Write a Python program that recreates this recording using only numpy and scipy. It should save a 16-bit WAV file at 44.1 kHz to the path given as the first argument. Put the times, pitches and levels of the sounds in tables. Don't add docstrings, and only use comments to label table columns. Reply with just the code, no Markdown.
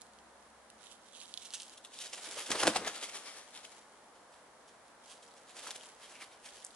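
import sys
import numpy as np
from scipy import signal
from scipy.fft import rfft, irfft, next_fast_len
from scipy.io import wavfile
from scipy.ndimage import uniform_filter1d

SR = 44100
rng = np.random.default_rng(int(sys.argv[2]) if len(sys.argv) > 2 else 0)


def master_out(mix):
    frames = np.transpose(np.atleast_2d(mix))
    ceiling = np.clip(frames, -1, 1)
    pcm = np.round(ceiling * 32767).astype(np.int16)
    wavfile.write(sys.argv[1], SR, pcm)


N = 297858
T = np.arange(N) / SR
TOP_HZ, HEAP_UNTIL_S = 11050, 1.9
SIDES = np.array([[1], [-1]])

# frequency in Hz, relative level in dB.
MURMUR_SPECTRUM = [(25, -15), (50, -12.5), (100, -15.5), (160, -12.5), (240, -5.5), (350, -7), (520, -2),
                   (900, -2), (1200, -5.5), (1700, -8.5), (2600, -18.7), (3600, -19.7), (5000, -21.5),
                   (11000, -22)]
HEAP_SPECTRUM = [(300, -42), (1500, -13), (2300, -12), (2850, -0.5), (3400, 1.5), (4100, -0.5), (4700, -11),
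                 (5600, -4), (8000, -4.5), (11000, -4.5)]
DRY_LEAF_SPECTRUM = [(300, -25.5), (1200, -12.5), (2100, -6.5), (3200, 0), (4200, -3), (5500, -2.3),
                     (8000, -3.3), (11000, -6.3)]
LITTER_SPECTRUM = [(60, -31), (150, -19.5), (280, -4.5), (500, 0.5), (900, 0), (1600, -1), (2300, -1),
                   (3500, -6.5), (8000, -9)]
TREAD_SPECTRUM = [(60, -30), (180, -11), (300, -2.5), (560, 0), (900, -5), (1600, -15), (4000, -35)]
WING_AIR_SPECTRUM = [(30, -37), (70, -25.5), (135, -19), (210, -7), (310, -2.5), (390, -2.5), (510, 1.5),
                     (700, -3), (1000, -2), (1500, -5.5), (2200, -11), (5000, -23)]
FEATHER_SPECTRUM = [(300, -13), (950, 0), (1850, 1.5), (3000, 1), (5000, -2), (8000, -3.5), (11000, -7.5)]
# start in seconds, end in seconds, level in dB.
MOTOR_SPELLS = [(0, 0.655, -79), (6.46, 6.55, -83.5)]
# time in seconds, left minus right in dB.
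HEN_PAN = [(0, -5.5), (.85, -8), (1.39, -6), (1.85, 0.5), (2.3, -1), (2.55, 0.14), (3.5, 2.5), (4.8, -3),
           (5.7, 0), (6.75, -1)]
# start in seconds, end in seconds, leaf level in dB,
# litter relative to leaves in dB.
SCRATCH_BOUTS = [(0.823, 0.93, -60.5, -8), (1.158, 1.24, -53.5, -20), (1.418, 1.65, -53.5, -23),
                 (1.97, 2.02, -54, -12.5), (2.13, 2.15, -58.5, -7), (2.228, 2.7, -48, -3.2),
                 (2.8, 3.363, -55, -1.5), (3.584, 3.723, -58, -2.5), (5.08, 5.31, -60, -23),
                 (5.6, 5.79, -53, -2.5), (5.908, 6.25, -63, 1), (6.493, 6.642, -55.5, -4.5)]
# peak time in seconds, level in dB, pitch in Hz, length in seconds.
LEAF_DRAGS = [(1.156, -55, 3530, 0.031), (1.204, -55, 3850, 0.014), (1.995, -53.5, 3500, 0.055),
              (2.855, -43, 1950, .022), (2.877, -41, 1900, .02), (5.127, -62, 3000, 0.024),
              (5.318, -62, 4100, .014), (5.813, -55, 3150, .012), (6.055, -58, 3300, .03),
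              (6.157, -56.5, 2550, .024), (6.185, -59, 2400, .03), (6.221, -50, 2330, .027),
              (6.243, -57, 3100, .012), (6.326, -63, 3900, 0.024)]
# time in seconds, level in dB, pitch in Hz, ring share 0-1.
STALK_SNAPS = [(.012, -41, 9000, .4), (.0175, -31.5, 8500, .4), (.067, -48, 4800, .1),
               (.135, -48, 3600, .3), (.1876, -44, 2800, .2), (.426, -52, 9000, .3), (.503, -52, 3400, .2),
               (.7015, -40, 6000, .2), (.869, -42, 3200, .7), (.9152, -43.5, 3170, .6),
               (1.0865, -48, 6000, .3), (1.124, -47, 5000, .3), (1.15, -42, 3400, .6),
               (1.2026, -39, 3800, .5), (1.2147, -38, 3200, .3), (1.2563, -41, 3900, .5),
               (1.2675, -45, 7500, .4), (1.34, -28.5, 3500, .55), (1.375, -27, 3500, .6),
               (1.4263, -41, 5500, .5), (1.4551, -36, 8200, .3), (1.466, -41, 8400, .7),
               (1.476, -42, 8000, .7), (1.5055, -34.5, 4900, .1), (1.5125, -42, 3400, .2),
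               (1.5367, -28, 5300, .2), (1.5418, -31, 7400, .3), (1.547, -32, 8000, .3),
               (1.5528, -27, 7300, .3), (1.5765, -37, 7000, .3), (1.582, -40, 8500, .3),
               (1.6003, -32.5, 7500, .2), (1.604, -35, 3200, .6), (1.62, -33, 7000, .2),
               (1.632, -35, 7500, .3), (1.6805, -44, 3600, .3), (1.7764, -42.5, 5230, .4),
               (1.849, -41, 3580, .3), (1.9888, -29, 5300, .2), (2.0026, -36, 4580, .2),
               (2.0179, -32, 4000, .3), (2.1335, -27, 1900, .1), (2.136, -33, 5000, .1),
               (2.1564, -35, 4000, .5), (2.179, -38, 1900, .3), (2.2437, -34.5, 6000, .2),
               (2.312, -29, 3600, .5), (2.3225, -36, 6500, .6), (2.4627, -33, 3400, .4),
               (2.5045, -25, 3220, .4), (2.5161, -15.5, 3360, .4), (2.632, -22, 1050, .5),
               (2.8482, -29, 1400, .3), (2.8777, -23, 1700, .25), (2.962, -35, 1600, .1),
               (3.014, -32, 5500, .3), (3.0416, -29, 3500, .1), (3.0925, -38, 5500, .2),
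               (3.164, -34, 3000, .1), (3.5746, -37, 2400, .1), (3.6511, -38, 3050, .7),
               (4.684, -54, 4120, .4), (4.882, -50, 7500, .4), (5.1225, -46, 3000, .5),
               (5.178, -50, 3700, .4), (5.2291, -46, 5500, .3), (5.278, -48, 4800, .3),
               (5.5, -45, 2900, .5), (5.5666, -40, 5000, .2), (5.59, -39, 3900, .5),
               (5.5968, -41, 4400, .3), (5.6365, -42, 2860, .3), (5.6675, -38, 1350, .8),
               (5.6704, -35, 1200, .7), (5.673, -30.5, 3300, .1), (5.691, -41, 905, .7),
               (5.7072, -25, 4000, .2), (5.7076, -37, 1600, .3), (5.712, -37, 3800, .7),
               (5.7615, -34, 7000, .3), (5.8109, -42, 3100, .4), (5.8352, -45, 2900, .5),
               (6.091, -46, 3800, .4), (6.124, -45, 2900, .4), (6.2424, -39, 3500, .1),
               (6.4598, -41, 5100, .2), (6.505, -43, 4500, .2), (6.5553, -43, 6000, .2),
               (6.6237, -45, 3500, .5), (6.644, -39, 7500, .6), (6.6484, -24.5, 8130, .9),
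               (6.6664, -33.5, 7000, .85)]
# peak time in seconds, level in dB, length in seconds.
HEAVY_TREADS = [(2.06, -60, .045), (2.134, -58, .009), (2.181, -50, .018), (2.28, -55, .04),
                (2.372, -47, .012)]
FOOTFALLS = [(0.86, -60, 0.052), (0.92, -56, 0.044), (1.089, -65, 0.04), (1.164, -53.5, 0.05),
             (1.209, -53, 0.037), (1.234, -52.5, 0.032), (1.297, -56, 0.015), (1.421, -52.5, 0.038),
             (1.457, -47, 0.024), (1.544, -38, 0.028), (1.613, -48, 0.032), (1.732, -57, 0.023),
             (1.779, -51.5, 0.014), (1.851, -46.5, 0.014), (1.941, -50.5, 0.044), (2.018, -43, 0.071),
             (2.058, -42, 0.026), (2.139, -42.5, 0.029), (2.183, -47, 0.045), (2.255, -45, 0.058),
             (2.327, -47, 0.046), (2.394, -39.5, 0.058), (2.472, -44, 0.048), (2.519, -35.5, 0.024),
             (2.555, -42, 0.04), (2.603, -35, 0.051), (2.956, -44.5, 0.072), (3.033, -39, 0.039),
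             (3.092, -47.5, 0.03), (3.153, -42.5, 0.058), (3.277, -47, 0.088), (3.378, -51, 0.09),
             (3.559, -50, 0.07), (3.646, -51, 0.023), (3.723, -55, 0.025), (4.16, -66, 0.05),
             (4.34, -64, 0.07), (4.687, -61.5, 0.042), (4.874, -68, 0.021), (5.111, -52.5, 0.07),
             (5.232, -55, 0.021), (5.375, -57.5, 0.032), (5.499, -56, 0.059), (5.571, -48.5, 0.032),
             (5.595, -49.5, 0.035), (5.643, -48.5, 0.055), (5.676, -46, 0.044), (5.711, -43.5, 0.014),
             (5.757, -46.5, 0.021), (6.036, -55.5, 0.074), (6.109, -58, 0.068), (6.155, -57.5, 0.04),
             (6.22, -50.5, 0.046), (6.326, -60.5, 0.05), (6.462, -50, 0.052), (6.566, -56.5, 0.065)]
# start in seconds, level in dB, pitch in Hz, T60 in seconds.
SCUFFLE_THUDS = [(2.503, -42, 299, .06), (2.507, -54, 85, .06), (2.634, -34, 318, .05),
                 (2.644, -46, 152, .021), (2.654, -33.5, 312, .048), (2.677, -22, 515, .029),
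                 (2.68, -33, 205, .04), (2.692, -37, 320, .05), (2.697, -39, 219, .1),
                 (2.758, -28.5, 754, .045), (2.788, -46.5, 191, .11)]
# peak time in seconds, level in dB, length in seconds,
# relative feather level in dB, pitch of the hollow under the wing in Hz.
WING_STROKES = [(2.374, -47.5, .03, -3, 600), (2.494, -43.5, .012, -7, 560), (2.506, -34.5, .0071, 3, 450),
                (2.52, -34, .018, 2, 560), (2.555, -36, .032, -3.5, 560), (2.603, -42.5, .05, 6.5, 560),
                (2.622, -38, .02, -1, 560), (2.634, -29, .012, 3, 720), (2.658, -32, .019, -4, 640),
                (2.679, -30.5, .018, 4.5, 560), (2.697, -36, .025, 0, 600), (2.737, -42, .016, -5, 680),
                (2.763, -32.5, .027, 1.5, 760), (2.82, -41.5, .07, -13, 460), (2.876, -38, .034, 3.5, 600)]
# frequency in Hz, T60 in seconds, relative level in dB.
CLAP_MODES = [(308, 0.13, -19), (483, 0.025, -15), (750, 0.01, -7), (1550, 0.0088, -4.5)]
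# start in seconds, level in dB, pulse corner in Hz, air rebound 0-1.
WING_CLAPS = [(2.6706, -4.5, 2500, .14), (2.6761, -3.5, 3000, .3), (2.6793, -9, 800, .35),
              (2.683, -14, 2200, .15)]


def undb(db):
    return 10 ** (np.asarray(db) / 20)


def unit(x):
    return x / np.sqrt(np.mean(x ** 2))


def decay(t, t60_s):
    return np.exp(-np.log(1000) * t / t60_s)


def butter(x, order, hz, kind="low"):
    return signal.sosfilt(signal.butter(order, hz, kind, fs=SR, output="sos"), x)


def colour(x, spectrum):
    hz, db = np.transpose(spectrum)
    f = np.fft.rfftfreq(x.shape[-1], 1 / SR)
    gain = undb(np.interp(np.log(f + 1), np.log(hz), db)) * (f < TOP_HZ + 1000)
    return irfft(rfft(x) * unit(gain), x.shape[-1])


def resonance(x, hz, width_hz):
    carrier = np.exp(2j * np.pi * np.cumsum(hz) / SR)
    return unit((butter(x / carrier, 2, width_hz) * carrier).real)


def wander(rate_hz):
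    hold = int(SR / rate_hz)
    stairs = np.repeat(rng.standard_normal(N // hold + 1), hold)
    return 1.3 * uniform_filter1d(uniform_filter1d(stairs, hold), hold)[:N]


def spell(start_s, end_s, rise_s, fall_s):
    return np.exp(-np.maximum(0, np.maximum((start_s - T) / rise_s, (T - end_s) / fall_s)))


def swell(length_s, rise_share):
    rise_s = length_s * rise_share
    fall_s = length_s - rise_s
    start_s = -5 * rise_s
    t = start_s + np.arange(next_fast_len(int(6 * fall_s * SR - start_s * SR) + 256)) / SR
    return t, np.exp(-np.maximum(-t / rise_s, t / fall_s))


def place(x, at_s, aside_ms=0, aside_db=0, ahead_ms=0.033, ms_per_db=0.015):
    pan_db = np.interp(at_s, *np.transpose(HEN_PAN))
    lead_ms = ahead_ms + ms_per_db * pan_db + aside_ms
    f = np.fft.rfftfreq(len(x), 1 / SR)
    shift = np.exp(2j * np.pi * f * lead_ms / 1000 * SIDES / 2)
    return irfft(rfft(x) * shift, len(x)) * undb((pan_db + aside_db) * SIDES / 2)


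def add(out, x, start_s):
    offset = int(round(start_s * SR))
    first, last = max(offset, 0), min(offset + x.shape[1], N)
    out[:, first:last] += x[:, first - offset:last - offset]


def fractures(size, per_s, spread_db):
    strength = undb(spread_db * np.minimum(rng.exponential(size=size), 4))
    return unit(rng.choice([-1, 1], size) * strength * (rng.random(size) < per_s / SR) + 1e-9)


def crackle(size, at_s, spectrum, per_s, spread_db, scatter_ms, patchy_db, wide_db=4, count=4):
    hz = np.geomspace(100, 12000, 56)
    table_hz, table_db = np.transpose(spectrum)
    base_db = np.interp(np.log(hz), np.log(table_hz), table_db)
    out = 0
    for aside in np.linspace(-1, 1, count):
        own_spectrum = np.column_stack([hz, base_db + patchy_db * rng.standard_normal(len(hz))])
        leaf = colour(fractures(size, per_s / count, spread_db), own_spectrum)
        out = out + place(leaf, at_s, aside * scatter_ms, aside * wide_db)
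    return out / np.sqrt(count)


def traffic_murmur(level_db=-60.77, wide_hz=3400, bass_width=0.31, drift_db=.6):
    f = np.fft.rfftfreq(N, 1 / SR)
    mid, side = colour(rng.standard_normal((2, N)), MURMUR_SPECTRUM)
    for hz in (250, 500, 1000, 2000):
        octave = np.maximum(0, 1 - np.abs(np.log2((f + 1) / hz)))
        mid = mid + irfft(rfft(mid) * octave, N) * (undb(drift_db * wander(4)) - 1)
    width = np.minimum(np.hypot(bass_width, f / wide_hz), 1)
    side = irfft(rfft(side) * width, N)
    return (mid + side * SIDES) * undb(level_db + .5 * wander(0.98) + 0.057 * wander(10))


def far_motor(deep_hz=66, hum_hz=220, steady_hum_db=-84.5, early_hum_db=-79.5, rise_s=.05):
    deep = np.sin(2 * np.pi * np.cumsum(deep_hz * (1 + .015 * wander(7.9))) / SR)
    hum = ((wander(75) + 1j * wander(75)) * np.exp(2j * np.pi * hum_hz * T)).real
    deep_gain = sum(undb(db) * spell(start_s, end_s, rise_s, fall_s=.17)
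                    for start_s, end_s, db in MOTOR_SPELLS)
    hum_gain = undb(steady_hum_db) + undb(early_hum_db) * spell(0, 1.0, rise_s, fall_s=0.43)
    return unit(deep) * deep_gain + unit(hum) * hum_gain


def garden_echo(x, near_db=-13, near_t60_s=0.39, far_db=-25, far_t60_s=1.0, mono_below_hz=1500):
    t = np.arange(SR // 2) / SR
    out = x
    for db, t60_s in ((near_db, near_t60_s), (far_db, far_t60_s)):
        echo = rng.standard_normal((2, len(t))) * decay(t, t60_s) * (t > .002)
        echo += butter(echo.mean(0) - echo, 1, mono_below_hz)
        out = out + undb(db) * signal.fftconvolve(x, unit(echo) / np.sqrt(len(t)), axes=1)[:, :N]
    return out


def stirring(damp=False, rise_s=0.053, fall_s=0.19, rest_db=-73):
    gains = [undb(db + damp * litter_db) * spell(start_s, end_s, rise_s, fall_s)
             for start_s, end_s, db, litter_db in SCRATCH_BOUTS]
    return np.hypot(undb(rest_db), np.linalg.norm(gains, axis=0))


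def settling_leaves(heap_share=0.33, gain_db=-6, flicker_db=2.4):
    heap, ground = (crackle(N, 0, leaves, per_s=1800, spread_db=4.3, scatter_ms=0.062, patchy_db=2.5)
                    for leaves in (HEAP_SPECTRUM, DRY_LEAF_SPECTRUM))
    share = heap_share * (T < HEAP_UNTIL_S)
    fine = np.sqrt(share) * heap + np.sqrt(1 - share) * ground
    dull = crackle(N, 0, LITTER_SPECTRUM, per_s=3000, spread_db=2.5, scatter_ms=0.031,
                   patchy_db=1.5, count=2)
    times_s, pans_db = np.transpose(HEN_PAN)
    follow_hen = undb((np.interp(T, times_s, pans_db) - pans_db[0]) * SIDES / 2)
    rustle = fine * stirring() + dull * stirring(damp=True)
    return undb(gain_db + flicker_db * wander(25)) * follow_hen * rustle


def leaf_drags(width_hz=380, sink_hz_per_s=5000):
    out = np.zeros((2, N))
    for at_s, db, hz, length_s in LEAF_DRAGS:
        t, pull = swell(length_s, rise_share=.6)
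        slips = fractures(len(t), per_s=1200, spread_db=2.2)
        ring = resonance(slips, hz - sink_hz_per_s * t, width_hz)
        add(out, place(ring * pull * undb(db), at_s), at_s + t[0])
    return out


def snap(at_s, db, hz, ring_share, aside_ms=0, crack_t60_s=.0035, shiver_t60_s=0.048, shiver_db=-23):
    t = np.arange(-64, 1472) / SR
    ring_t60_s = 0.0067 * min(1, 3480 / hz) ** 1.3
    fade, burst, shiver = ((t >= 0) * decay(np.abs(t), t60_s)
                           for t60_s in (ring_t60_s, crack_t60_s, shiver_t60_s))
    ring = np.sin(2 * np.pi * hz * t) + 0.36 * np.sin(2 * np.pi * min(1.14 * hz, TOP_HZ) * t)
    high_hz = min(3.2 * hz, TOP_HZ)
    low_hz = min(0.77 * hz, 2900 / (1 - .55 * ring_share ** 2))
    splinters = unit(butter(rng.standard_normal(len(t)), 2, high_hz))
    crack = splinters * ((1 - ring_share) * burst + undb(shiver_db) * shiver)
    x = butter(ring_share * ring * fade + crack, 6, low_hz, "high")
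    return place(x / np.abs(x).max() * undb(db + 1.5), at_s, aside_ms), at_s + t[0]


def stalk_snaps(tick_count=190, tick_db=6, range_db=8.5):
    out = np.zeros((2, N))
    stir_db = 20 * np.log10(stirring())
    for row in STALK_SNAPS:
        add(out, *snap(*row))
    for when, size, pitch, aside in rng.random((tick_count, 4)):
        i = int(when * N)
        db = stir_db[i] + tick_db + range_db * size ** 2
        add(out, *snap(i / SR, db, hz=2800 * 3 ** pitch, ring_share=.4, aside_ms=0.13 * (aside - .5)))
    return out


def heavy_treads():
    out = np.zeros((2, N))
    for at_s, db, length_s in HEAVY_TREADS:
        t, press = swell(length_s, rise_share=.25)
        crunch = colour(fractures(len(t), per_s=3000, spread_db=1.5), TREAD_SPECTRUM)
        add(out, place(crunch, at_s) * press * undb(db), at_s + t[0])
    return out


def footsteps():
    out = np.zeros((2, N))
    starts_s, ends_s, _, litter_db = np.transpose(SCRATCH_BOUTS)
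    for at_s, db, length_s in FOOTFALLS:
        t, press = swell(length_s, rise_share=.38)
        nearest_bout = np.argmin(np.maximum(starts_s - at_s, at_s - ends_s))
        leaves = HEAP_SPECTRUM if at_s < HEAP_UNTIL_S else DRY_LEAF_SPECTRUM
        crisp = crackle(len(t), at_s, leaves, per_s=3400, spread_db=3.3, scatter_ms=0.017,
                        patchy_db=3.5, wide_db=7.5)
        damp = crackle(len(t), at_s, LITTER_SPECTRUM, per_s=4000, spread_db=3, scatter_ms=0.042,
                       patchy_db=4.5)
        add(out, (crisp + undb(litter_db[nearest_bout]) * damp) * press * undb(db - 1.2), at_s + t[0])
    return out


def scuffle_thuds(rise_s=0.001):
    out, t = np.zeros((2, N)), np.arange(8192) / SR
    for at_s, db, hz, t60_s in SCUFFLE_THUDS:
        boom = np.sin(2 * np.pi * hz * t) * (1 - np.exp(-t / rise_s)) * decay(t, t60_s)
        add(out, place(boom / np.abs(boom).max() * undb(db), at_s), at_s)
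    return out


def wingbeats(push_db=-2.5, hollow_db=-5.5, eddy_db=-20, sink_hz_per_s=1200):
    out = np.zeros((2, N))
    for at_s, db, length_s, feather_db, hollow_hz in WING_STROKES:
        t, speed = swell(length_s, rise_share=.42)
        push, eddy = colour(rng.standard_normal((2, len(t))), WING_AIR_SPECTRUM)
        hollow = resonance(rng.standard_normal(len(t)), hollow_hz - sink_hz_per_s * t, width_hz=160)
        air = place(undb(push_db) * push + undb(hollow_db) * hollow, at_s) + undb(eddy_db) * eddy * SIDES
        rasp = crackle(len(t), at_s, FEATHER_SPECTRUM, per_s=7000, spread_db=2.5, scatter_ms=0.031,
                       patchy_db=4.5)
        add(out, (air + undb(feather_db) * rasp) * speed * undb(db), at_s + t[0])
    return out


def wing_claps(ring_gain=.5, quill_gain=.3, quill_t60_s=.004, low_hz=160):
    out, t = np.zeros((2, N)), np.arange(4096) / SR
    ring = sum(undb(db) * np.cos(2 * np.pi * hz * t) * decay(t, t60_s) for hz, t60_s, db in CLAP_MODES)
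    for at_s, db, hz, rebound in WING_CLAPS:
        pulse = np.exp(-2 * np.pi * hz * t) - rebound * np.exp(-2 * np.pi * hz * rebound * t)
        quills = colour(rng.standard_normal(len(t)), FEATHER_SPECTRUM) * decay(t, quill_t60_s)
        body = butter(pulse / pulse.max() + ring_gain * ring, 1, low_hz, "high")
        clap = body / np.abs(body).max() + quill_gain * quills
        add(out, place(clap * undb(db - 1), at_s), at_s)
    return out


def scene():
    leaves = footsteps() + heavy_treads() + settling_leaves() + stalk_snaps() + leaf_drags()
    scuffle = wingbeats() + wing_claps() + scuffle_thuds()
    return garden_echo(leaves + scuffle) + traffic_murmur() + far_motor()


def record(dry, low_hz=45):
    thinned = butter(dry, 2, low_hz, "high")
    return signal.sosfilt(signal.ellip(10, .2, 70, TOP_HZ, fs=SR, output="sos"), thinned)


dry = scene()
out = record(dry)
master_out(out)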